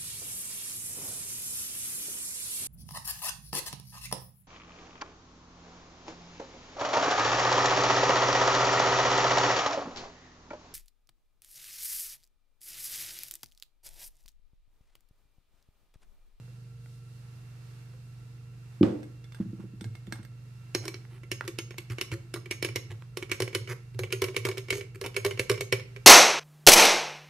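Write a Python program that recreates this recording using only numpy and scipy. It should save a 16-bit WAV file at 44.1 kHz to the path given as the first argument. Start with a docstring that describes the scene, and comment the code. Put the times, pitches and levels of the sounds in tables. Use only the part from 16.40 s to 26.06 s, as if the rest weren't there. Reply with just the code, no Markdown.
"""A spoon works green pulp through a wire strainer on a mug: each stab rings the wires as fading tones,
knocks the basket and shakes the table; between stabs the edge drags over the mesh as a run of tiny plucks.
Before that, pulp pours in as a soft hiss, the jug lands with a thud, paper towel rustles and the spoon
clinks as it is picked up. Air pops in the pulp as short rising tones; a fan motor hums in the small kitchen."""
import sys
import numpy as np
from scipy import signal
from scipy.fft import rfft, irfft, next_fast_len
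from scipy.io import wavfile
from scipy.ndimage import uniform_filter1d

SR = 44100
rng = np.random.default_rng(int(sys.argv[2]) if len(sys.argv) > 2 else 0)


def transcribe(u):
    """Save the signal u as a 16-bit wav file named by the first command-line argument.

    u: samples, shape (n,) or (channels, n), limited to [-1, 1]; the rate is SR.
    q: integer samples, one column per channel.
    """
    v = np.clip(np.atleast_2d(u).T, -1, 1)
    q = np.round(v * 32767).astype(np.int16)
    wavfile.write(sys.argv[1], SR, q)


N = 426006
T = np.arange(SR // 2) / SR  # half a second of time [s], long enough for one contact
ATTACK = int(.012 * SR)  # the first 12 ms of a sound [samples], where its level is set

# In all tables, levels are settings that the functions may shift; decay is the time to fall by 60 dB. tones of
# the strainer wires, and above about 6 kHz the ring of the spoon: (frequency [Hz], level [dB], decay [s])
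WIRES = [(1048, -14.5, 0.036), (1392, -9, 0.03), (1770, -30, 0.11), (2080, -5.5, 0.1), (2260, 11.5, 0.043),
         (2377, -9.5, 0.068), (2657, 2.5, 0.028), (2830, 1, 0.029), (2950, 2, 0.042), (3740, -12.5, 0.11),
         (4400, -5, 0.046), (4400, -35, 0.3), (5520, -12, 0.066), (5454, 6, 0.028), (6520, -9, 0.24),
         (9100, -45, .1), (8800, -26, 0.1), (10200, -8, 0.085), (12300, -17, 0.044)]
# tones of the table under the mug: (frequency [Hz], level [dB], decay [s])
TABLE = [(106, 6.5, 0.37), (114.77, 10, 0.41), (127, -1, 0.35)]
# spectrum of the contact noise of the mesh: (frequency [Hz], level [dB])
CRACK = [(700, -31), (1300, -14), (1800, 4.5), (2500, 5), (3100, 5), (3600, -9.5), (5500, -10.5),
         (7000, -8), (15000, -53)]
# spectrum of a sharp, bright contact: (frequency [Hz], level [dB])
TICK = [(1000, -43), (4000, 12.5), (6500, 4.5), (10000, 7.5), (11500, 2), (13500, 4), (15000, -9)]
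# spectrum of slapped wet pulp: (frequency [Hz], level [dB])
SLAP = [(150, -17), (260, -20), (520, 0), (780, -16.5), (1060, 4), (1220, -5), (1400, -6), (1750, 0.5),
        (2300, -7.5), (6000, -32)]


def undb(db):
    """Turn decibels into gain."""
    return 10 ** (np.asarray(db) / 20)


def noise(size):
    """White noise."""
    return rng.standard_normal(size)


def fade(t60):
    """Exponential decay that falls by 60 dB in t60 seconds, over half a second."""
    return np.exp(-np.log(1000) * T / max(t60, 1e-3))


def along(points, size):
    """Read a table of (frequency [Hz], value) at the frequencies of a Fourier transform."""
    hz, value = np.transpose(points)[:2]
    return np.interp(np.log(np.fft.rfftfreq(size, 1 / SR) + 1), np.log(hz), value)


def colour(x, points):
    """Shape x by a spectrum of (frequency [Hz], level [dB]) and bring its rms to 1."""
    length = x.shape[-1]
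    size = next_fast_len(length)
    spectrum = rfft(x, size) * undb(along(points, size))
    y = irfft(spectrum, size)[..., :length]
    return y / y.std()


def level(x, db, size=ATTACK):
    middle = x.mean(axis=0)[:size]
    return x * undb(db) / np.sqrt(np.mean(middle ** 2) + 1e-18)


def add(out, s, x):
    """Mix x in at time s."""
    i = int(s * SR)
    out[:, i:i + x.shape[1]] += x[:, :N - i]


def walk(rate):
    """Slow random drift with a spread a little under 1, heading for a new value rate times a second."""
    k = int(SR / rate)
    steps = np.repeat(noise(N // k + 1), k)
    return uniform_filter1d(steps, k)[:N]


def ringing(modes, drift=0):
    """Each tone swings and dies away, as a complex wave; drift detunes it a little at random."""
    tones = []
    for hz, db, t60 in modes:
        # pulp and spoon pressure detune the tones
        tuned_hz = hz + drift * np.sqrt(hz / t60) * rng.standard_normal()
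        tones.append(undb(db) * fade(t60) * np.exp(2j * np.pi * tuned_hz * T))
    return np.array(tones)


def strike(body, scatter_db, spread):
    """Each contact point weights the tones anew; they reach left and right in slightly different phase."""
    weight, sign, left, right = noise((4, len(body)))
    gain = np.sign(sign) * undb(scatter_db * np.tanh(weight))
    swing = gain * np.exp(1j * spread * np.array([left, right]))
    return (swing @ body).real


def burst(points, t60, width):
    """Short contact noise that dies away; width sets how much of it differs left and right."""
    size = SR // 10
    hiss = colour(noise(size) + width * noise((2, size)), points)
    return hiss * fade(t60)[:size]


def soft(x, push):
    """A contact that lasts push seconds leaves out the treble."""
    press = signal.windows.hann(int(max(push, 1e-4) * SR) + 3)
    return signal.fftconvolve(x, press[None])[:, :x.shape[1]]


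def chatter(x, span, follow, count=3):
    """The edge skips over a few more wires within span seconds of landing."""
    out = x.copy()
    for lag, size in rng.random((count, 2)):
        k = 1 + int(lag * span * SR)
        out[:, k:] += follow * size * x[:, :-k]
    return out


def thump(table, db):
    """The table takes a few cycles to get going under the mug."""
    shake = strike(table, scatter_db=5.5, spread=0.074) * (1 - fade(0.047))
    return level(shake, db, size=4 * ATTACK)


def fan():
    """The motor hums in steady tones that waver, with two breathy tones made by random drift."""
    # fan and mains tones: (frequency [Hz], level [dB], waver [share of the tone])
    hum_lines = [(44, -62, 0.036), (96, -60, .08), (120.4, -43, 0.01), (143, -55.5, 0.044),
                 (170, -62.5, 0.17), (200, -66.5, 0.34), (224, -74.5, 0.18), (460, -88.5, 0.39),
                 (467, -74.5, 0.76), (2730, -75, 0.32)]
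    # breathy tones: (frequency [Hz], drift rate [Hz], level [dB])
    breathy = [(1352, 45, -76), (2710, 77, -80.5)]
    t = np.arange(N) / SR
    out = np.zeros(N)
    for hz, db, waver in hum_lines:
        sway = 1 + waver * (walk(4.6) + 1j * walk(15))
        out += undb(db) * (sway * np.exp(2j * np.pi * (hz * t + rng.random()))).real
    for hz, rate, db in breathy:
        sway = walk(rate) + 1j * walk(rate)
        out += undb(db) * (sway * np.exp(2j * np.pi * hz * t)).real
    return out


def room_air():
    """Broad noise whose level drifts, over a steady low rumble."""
    # spectrum of the air: (frequency [Hz], level [dB])
    air_spectrum = [(100, -20), (200, -11), (330, -4), (450, -15.5), (640, -12.5), (1300, -14),
                    (2000, -14.5), (2700, -16), (3100, -20), (4200, -18.5), (8000, -23), (14500, -30.5)]
    air_db = -64 + 1.9 * walk(4.04)
    air = undb(air_db) * colour(noise((2, N)) + 0.28 * noise(N), air_spectrum)
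    # (frequency [Hz], level [dB])
    low = [(20, -13), (60, 6), (130, -4), (220, -9), (450, -10.5), (800, -36), (3000, -60)]
    rumble = undb(-62) * colour(noise(N) + 0.21 * noise((2, N)), low)
    return air + rumble


def pour():
    """The faint stream of pulp at the start: soft hiss whose level flutters."""
    # how loud the stream is: (time [s], level [dB])
    stream = [(0, -68.5), (.6, -69.5), (1.3, -73), (1.8, -75), (2.3, -97)]
    # spectrum of the stream: (frequency [Hz], level [dB])
    stream_spectrum = [(300, -16), (800, -25), (2000, -5), (4200, 5.5), (6500, 0), (9000, 1), (14000, -7)]
    stream_db = np.interp(np.arange(N) / SR, *np.transpose(stream)) + 3.4 * walk(12.0)
    return undb(stream_db) * colour(noise((2, N)), stream_spectrum)


def kitchen(x):
    """The room adds a short diffuse tail; its bass is alike left and right."""
    # echoes of the room, band by band: (frequency [Hz], level [dB], decay [s])
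    bands = [(107, -5.5, 0.37), (333, -10.5, 0.54), (790, -7, 0.28), (2030, -12.5, 0.44), (5030, -9, 0.36),
             (11200, -7.5, 0.2)]
    size, tail = len(T), 0
    for k, (hz, db, t60) in enumerate(bands):
        share = along([(row[0], float(j == k)) for j, row in enumerate(bands)], size)
        apart = min(hz / 1100, 1)  # how far left and right differ
        echoes = np.sqrt(1 - apart) * noise(size) + np.sqrt(apart) * noise((2, size))
        echoes = echoes * fade(t60) * (1 - fade(0.017))
        echoes /= np.sqrt(np.sum(echoes ** 2) / 2)
        tail = tail + undb(db) * irfft(rfft(echoes) * np.sqrt(share), size)
    tail = tail * np.minimum(1, 20 * (T[-1] - T))  # ends without a step
    return x + signal.fftconvolve(x, tail, axes=1)[:, :N]


def pops():
    """Air pockets burst in the pulp: a few cycles gliding upward, with a snap that is stronger in high ones."""
    # pops: (time [s], starting pitch [Hz], level [dB])
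    bubbles = [(.08, 460, -59), (.46, 1500, -60.5), (1.538, 475, -57), (4.6516, 2020, -64.5),
               (5.0095, 1420, -37.5), (5.0408, 1540, -57), (5.343, 1800, -60), (6.6228, 1550, -56.5)]
    out = np.zeros((2, N))
    for s, hz, db in bubbles:
        bubble = np.sin(2 * np.pi * hz * (T + 3 * T ** 2)) * fade(20000.0 / hz ** 2)
        add(out, s, level(np.array([bubble, bubble]), db - 3.5))
        snap = burst(SLAP, t60=0.011, width=0.34)
        add(out, s, level(snap, db + 7 * np.log2(hz / 1400)))
    return out


def jug():
    """The jug thuds onto the table, one edge and then the other, and the table rattles dully for a moment."""
    # the edges land: (time [s], level [dB])
    landings = [(2.4095, -13.5), (2.4300, -13)]
    # tones of the table under the jug: (frequency [Hz], level [dB], decay [s])
    tabletop = [(113, -19, 0.26), (219, -6, 0.087), (246, -6.5, 0.042), (308.7, 4.5, 0.089),
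                (341.4, -13, 0.18), (520, -7, 0.13), (637, -40, 0.089), (760, -12, 0.13)]
    # spectrum of the dull rattle: (frequency [Hz], level [dB])
    rattle_spectrum = [(50, -32), (150, -13.5), (300, 5.5), (520, 3), (800, -11), (1300, -18.5),
                       (3500, -31), (8000, -39), (15000, -60)]
    # spectrum of the hard edge: (frequency [Hz], level [dB])
    clack_spectrum = [(300, -4), (1200, 12.5), (1800, -8), (2800, 5), (4500, -5.5), (8000, -33),
                      (15000, -50)]
    out = np.zeros((2, N))
    thud = soft(ringing(tabletop).real.sum(axis=0)[None], push=0.0031)
    # the thud carries little below 95 Hz
    thud = signal.sosfilt(signal.butter(2, 95, "high", fs=SR, output="sos"), thud)
    for s, db in landings:
        add(out, s, level(thud, db))
    last_s, last_db = landings[-1]  # the second edge lands hard and starts the rattle
    size = len(T)
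    rattle = colour(noise(size) + 1.5 * noise((2, size)), rattle_spectrum) * fade(0.43)
    add(out, last_s, level(rattle, last_db - 18))
    add(out, last_s, level(burst(clack_spectrum, t60=0.017, width=0.52), last_db - 21.5))
    return out


def rustles():
    """The paper towel rustles under the hand and the spoon: its fibres crinkle in short swells."""
    # swells: (time [s], length [s], level [dB])
    swells = [(2.918, .16, -65), (3.159, .1, -66), (3.66, .22, -63)]
    # spectrum of the paper: (frequency [Hz], level [dB])
    paper = [(300, -3), (700, 0.5), (1400, 1), (2200, -6.5), (4000, -14.5), (8000, -18.5), (14000, -24)]
    crinkles_per_s = 900
    out = np.zeros((2, N))
    for s, length, db in swells:
        size = int(length * SR)
        happens = rng.random(len(T)) < crinkles_per_s / SR
        crinkles = happens * (noise(len(T)) + 0.64 * noise((2, len(T))))
        swell = colour(crinkles, paper)[:, :size] * signal.windows.hann(size)
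        add(out, s, level(swell, db, size=size))
    return out


def bumps():
    """Soft handling bumps build up gently and reach the table."""
    # bumps: (time [s], bump level [dB], table thump level [dB])
    touches = [(3, -25.5, -54), (3.055, -38, -46.5), (3.13, -36, -62), (3.194, -40, -66),
               (3.239, -41.5, -60), (3.335, -44, -59), (3.412, -39.5, -46), (3.452, -42, -39),
               (3.675, -40.5, -53), (3.723, -41.5, -55), (3.792, -44.5, -47)]
    # tones of a soft bump: (frequency [Hz], level [dB], decay [s])
    handled_modes = [(197.7, 0.5, 0.073), (246, -11.5, 0.073), (326, -2, 0.073), (454, -12.5, 0.022)]
    out = np.zeros((2, N))
    handled, table = ringing(handled_modes), ringing(TABLE)
    for s, db, thump_db in touches:
        bump = strike(handled, scatter_db=3.5, spread=0.2) * (1 - fade(0.011))
        add(out, s, level(soft(bump, push=.0013), db))
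        add(out, s, thump(table, thump_db))
    return out


def clinks():
    """Light hard contacts as the spoon is picked up: a dry click, a tick and the ring of the loose spoon."""
    # contacts: (time [s], click level [dB])
    touches = [(2.6306, -57.5), (2.842, -60), (2.9218, -58), (2.9464, -53.5), (3.41, -50.5), (3.4426, -50),
               (3.5523, -54.5), (3.6694, -61), (3.7237, -40.5), (3.755, -62), (3.83, -59), (3.85, -58.5)]
    # spectrum of a dry hard contact: (frequency [Hz], level [dB])
    click_spectrum = [(300, 9), (1000, 1), (1800, 6), (3000, -1), (4500, -2.5), (8000, -16), (15000, -45)]
    # tones of the loose spoon: (frequency [Hz], level [dB], decay [s])
    spoon_modes = [(1620, 0, 0.081), (2150, -2.5, 0.15), (3100, -11, 0.06), (3510, -1, 0.065),
                   (4530, -13, 0.09), (5600, -1, 0.028), (7160, 0, 0.026), (8310, -3.5, 0.097),
                   (10500, -6, .025), (13500, -1, .015)]
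    out = np.zeros((2, N))
    spoon = ringing(spoon_modes)
    for s, click_db in touches:
        add(out, s, level(burst(click_spectrum, t60=0.021, width=1.0), click_db))
        add(out, s, level(burst(TICK, t60=0.099, width=0.99), click_db - 10.5))
        add(out, s, level(strike(spoon, scatter_db=10, spread=1.0), click_db - 4))
    return out


def rim_taps():
    """The spoon bowl meets the rim as it goes in: a short ring that chatters."""
    # taps: (time [s], level [dB])
    taps = [(4.3493, -32.5), (4.48, -40.5), (4.543, -47)]
    # tones of the rim: (frequency [Hz], level [dB], decay [s])
    rim_modes = [(4150, 6.5, 0.019), (4560, -1, 0.026), (5340, 4, 0.012), (5570, 7, 0.017),
                 (5900, -8, 0.018), (7000, -9, .025)]
    out = np.zeros((2, N))
    rim = ringing(rim_modes)
    for s, db in taps:
        tap = chatter(strike(rim, scatter_db=2, spread=.5), span=.004, follow=0.5)
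        add(out, s, level(tap, db))
    return out


def basket_at(s):
    """Tones of the basket and the air under it at time s; juice filling that space raises the pitch."""
    # tones before the pitch ratio: (frequency [Hz], level [dB], decay [s])
    basket_modes = [(344.2, -7, 0.083), (378.4, 0.5, 0.097), (435.5, -3.5, 0.054), (470.2, -4.5, 0.063),
                    (584.6, -19, 0.15)]
    # rise in pitch: (time [s], pitch ratio [1])
    filling = [(4.3, 0.91), (6.5, .95), (8.0, 1.014), (9.4, 1.058)]
    ratio = np.interp(s, *np.transpose(filling))
    return ringing([(hz * ratio, db, t60) for hz, db, t60 in basket_modes], drift=0.1)


def drags():
    """The edge plucks wire after wire through the pulp; the plucks ring the strainer and thump the table."""
    # drags: (time [s], length [s], rasp level [dB], wet rub level [dB], table thump level [dB])
    strokes = [(4.405, 0.096, -57, -57, -70), (4.689, 0.11, -66, -66, -65), (5.033, 0.041, -57.5, -72, -52),
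               (5.5, 0.039, -53, -49, -38.5), (5.719, 0.032, -45, -45, -37), (5.953, 0.027, -47, -47, -60),
               (6.498, 0.033, -54.5, -52, -40.5), (7.282, 0.057, -46, -42, -42),
               (7.54, 0.012, -58, -62, -41), (7.594, 0.019, -49.5, -52, -37),
               (8.059, 0.02, -41, -40.5, -58), (8.315, .095, -43, -55, -43), (8.544, .02, -52, -54, -46),
               (8.631, 0.044, -51, -45, -48)]
    plucks_per_s = 1500
    out = np.zeros((2, N))
    wires, table = ringing(WIRES), ringing(TABLE)
    for s, length, rasp_db, rub_db, thump_db in strokes:
        size = int(length * SR)
        plucks = (rng.random(len(T)) < plucks_per_s / SR) * noise(len(T))
        plucks = plucks[None, :size] * signal.windows.tukey(size, .5)
        rasp = level(burst(CRACK, t60=0.013, width=0.17), 0)
        rasp = rasp + level(burst(TICK, t60=0.0089, width=0.47), 1.5)
        ring = strike(wires, scatter_db=5, spread=0.6)
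        rub = burst(SLAP, t60=0.0072, width=0.13)
        knock = soft(strike(basket_at(s), scatter_db=2.0, spread=0.14), push=0.0016)
        # every pluck sets off each of these answers
        answers = [(rasp, rasp_db - 5), (ring, rasp_db - 17), (rub, rub_db), (knock, rasp_db + 2)]
        for answer, db in answers:
            add(out, s, level(signal.fftconvolve(plucks, answer), db, size=size))
        add(out, s, thump(table * fade(0.3), thump_db))
    return out


def grit(rate, t60):
    """Tiny slips over the mesh, rate of them a second, die away after a stab."""
    size = SR // 10
    slips = (rng.random(size) < rate / SR) * noise(size) * fade(t60)[:size]
    answer = level(burst(CRACK, t60=0.0036, width=0.82), 0)
    answer = answer + level(burst(TICK, t60=0.0065, width=0.68), -10.0)
    return signal.fftconvolve(slips[None], answer)[:, :size]


def graze(s, ring_db):
    """A touch through pulp: ring and knock nearly alike, hardly any tick or thump."""
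    knock_db, tick_db, thump_db = ring_db - 1, ring_db - 16, ring_db - 16
    return s, ring_db, knock_db, tick_db, thump_db


def stab(s, ring_db, knock_db):
    """A blow on bare mesh: tick and thump follow from how hard it rings and knocks."""
    nominal_db = -33  # a stab that rings and knocks at this setting ticks at -38.5 dB
    # the tick grows more slowly than ring or knock
    tick_db = -38.5 + 0.39 * (ring_db - nominal_db) + 0.29 * (knock_db - nominal_db)
    thump_db = (ring_db + knock_db) / 2 - 12.5
    return s, ring_db, knock_db, tick_db, thump_db


def contacts():
    """Every touch of the spoon: (time [s], ring [dB], knock [dB], tick [dB], thump [dB])."""
    # stabs through to the mesh: (time [s], ring level of the wires [dB], knock level of the basket [dB])
    blows = [(4.349, -32, -28.5), (4.454, -50, -39.5), (4.4805, -40.5, -36), (4.9159, -32, -35.5),
             (5.078, -41, -36), (5.187, -34, -37), (5.3825, -37.5, -44), (5.6124, -30.5, -37.5),
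             (5.940, -38, -35), (6.1105, -30, -36), (6.226, -32, -32.5), (6.247, -31, -32.5),
             (6.3592, -29.5, -33), (6.7715, -39, -34.5), (6.916, -26.5, -32.5), (7.0027, -35, -28.5),
             (7.021, -33, -30), (7.1495, -26.5, -29.5), (7.5913, -42, -33.5), (7.725, -28.5, -32.5),
             (7.819, -30, -25), (7.8406, -33, -32.5), (7.965, -26, -30.5), (8.0515, -31, -29.5),
             (8.088, -38.5, -31), (8.18, -37.5, -43), (8.3048, -25, -33.5), (8.613, -46, -35),
             (8.6619, -38, -41.5), (8.7649, -27.5, -31), (8.8487, -30.5, -25.5), (8.8632, -37, -30),
             (8.995, -26.5, -29), (9.0974, -27, -20.5), (9.115, -37.5, -29), (9.2088, -31, -33.5),
             (9.325, -23.5, -24.5)]
    # touches of the basket cushioned by pulp: (time [s], ring level [dB])
    touches = [(4.5421, -45), (4.8335, -52.5), (5.3076, -46), (5.5, -45), (5.584, -39.5), (5.717, -39),
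               (6.0587, -45.5), (6.288, -43), (6.8255, -36.5), (7.0776, -41.5), (7.275, -44.5),
               (7.6352, -36.5), (7.884, -40), (8.114, -41), (8.173, -39), (8.3268, -32), (8.410, -41),
               (8.641, -39), (8.910, -36.5), (9.142, -41), (9.1773, -42), (9.3968, -44.5), (9.563, -46)]
    hard_db, slant_db = -29, 1.5
    lead_ins = []
    for s, ring_db, knock_db in blows:
        # a hard stab that rings clearly more than it knocks comes in along the side and grazes it first
        if ring_db > max(hard_db, knock_db + slant_db):
            lead_ins.append((s - .02, ring_db - 19))
    return [stab(*row) for row in blows] + [graze(*row) for row in touches + lead_ins]


def stabs():
    """The spoon grazes or hits the mesh: wires ring, pulp slaps, the basket knocks, the table thumps."""
    out, table = np.zeros((2, N)), ringing(TABLE)
    states = [ringing(WIRES, drift=.13) for _ in range(14)]  # slightly different tunings
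    octaves = np.log2(np.array(WIRES)[:, :1] / 2265)
    for s, ring_db, knock_db, tick_db, thump_db in contacts():
        wires, basket = states[rng.integers(len(states))], basket_at(s)
        # a stab cushioned by pulp favours the low tones
        hardness = np.clip(tick_db - ring_db + 4, -15, 3)
        ring = strike(wires * undb(0.42 * hardness * octaves), scatter_db=6, spread=0.62)
        knock = soft(strike(basket, scatter_db=2, spread=0.15), push=0.0013)
        # faint noise starts just ahead of the main contact
        add(out, s - .004, level(burst(CRACK, t60=0.12, width=0.7), ring_db - 18.5))
        add(out, s - .003, level(burst(TICK, t60=0.059, width=1.0), tick_db - 17.0))
        add(out, s, level(chatter(ring, span=0.0073, follow=0.42), ring_db - 2.5))
        add(out, s, level(burst(CRACK, t60=0.048, width=0.84), ring_db - 9.5))
        add(out, s, level(burst(TICK, t60=0.026, width=1.0), tick_db - .5))
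        add(out, s, level(burst(SLAP, t60=0.044, width=0.22), knock_db - 9))
        add(out, s, level(knock, knock_db - .3))
        add(out, s + .005, level(grit(rate=450, t60=0.069), ring_db - 21.5, size=4 * ATTACK))
        add(out, s, thump(table, thump_db))
    return out


def scene():
    """All sounds at the table ring in the room, over the fan, the air and the stream."""
    background = fan() + room_air() + pour()
    hands = jug() + rustles() + bumps() + clinks() + rim_taps()
    return background + kitchen(pops() + hands + drags() + stabs())


def record(dry):
    """Two microphone ports with their own colour, the left a little further off; deep bass and top are cut."""
    # difference between the ports: (frequency [Hz], left minus right [dB])
    tilt = [(60, 4), (120, -2.04), (350, -0.5), (950, -0.5), (1400, -7), (2250, -3), (3000, -4.5),
            (5400, -4), (6600, 1), (8500, -0.5), (12000, 4.5)]
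    size = next_fast_len(N + SR // 10)
    hz, tilt_db = np.fft.rfftfreq(size, 1 / SR), along(tilt, size)
    left = undb(tilt_db / 2) * np.exp(-2j * np.pi * hz * 2.2e-5)  # 22 microseconds later
    right = undb(-tilt_db / 2)
    heard = irfft(rfft(dry, size) * np.array([left, right]), size)[:, :N]
    heard = signal.sosfilt(signal.butter(2, 42, "high", fs=SR, output="sos"), heard)
    return signal.sosfilt(signal.ellip(8, .2, 70, 14650, fs=SR, output="sos"), heard)


dry = scene()
out = record(dry)
transcribe(out)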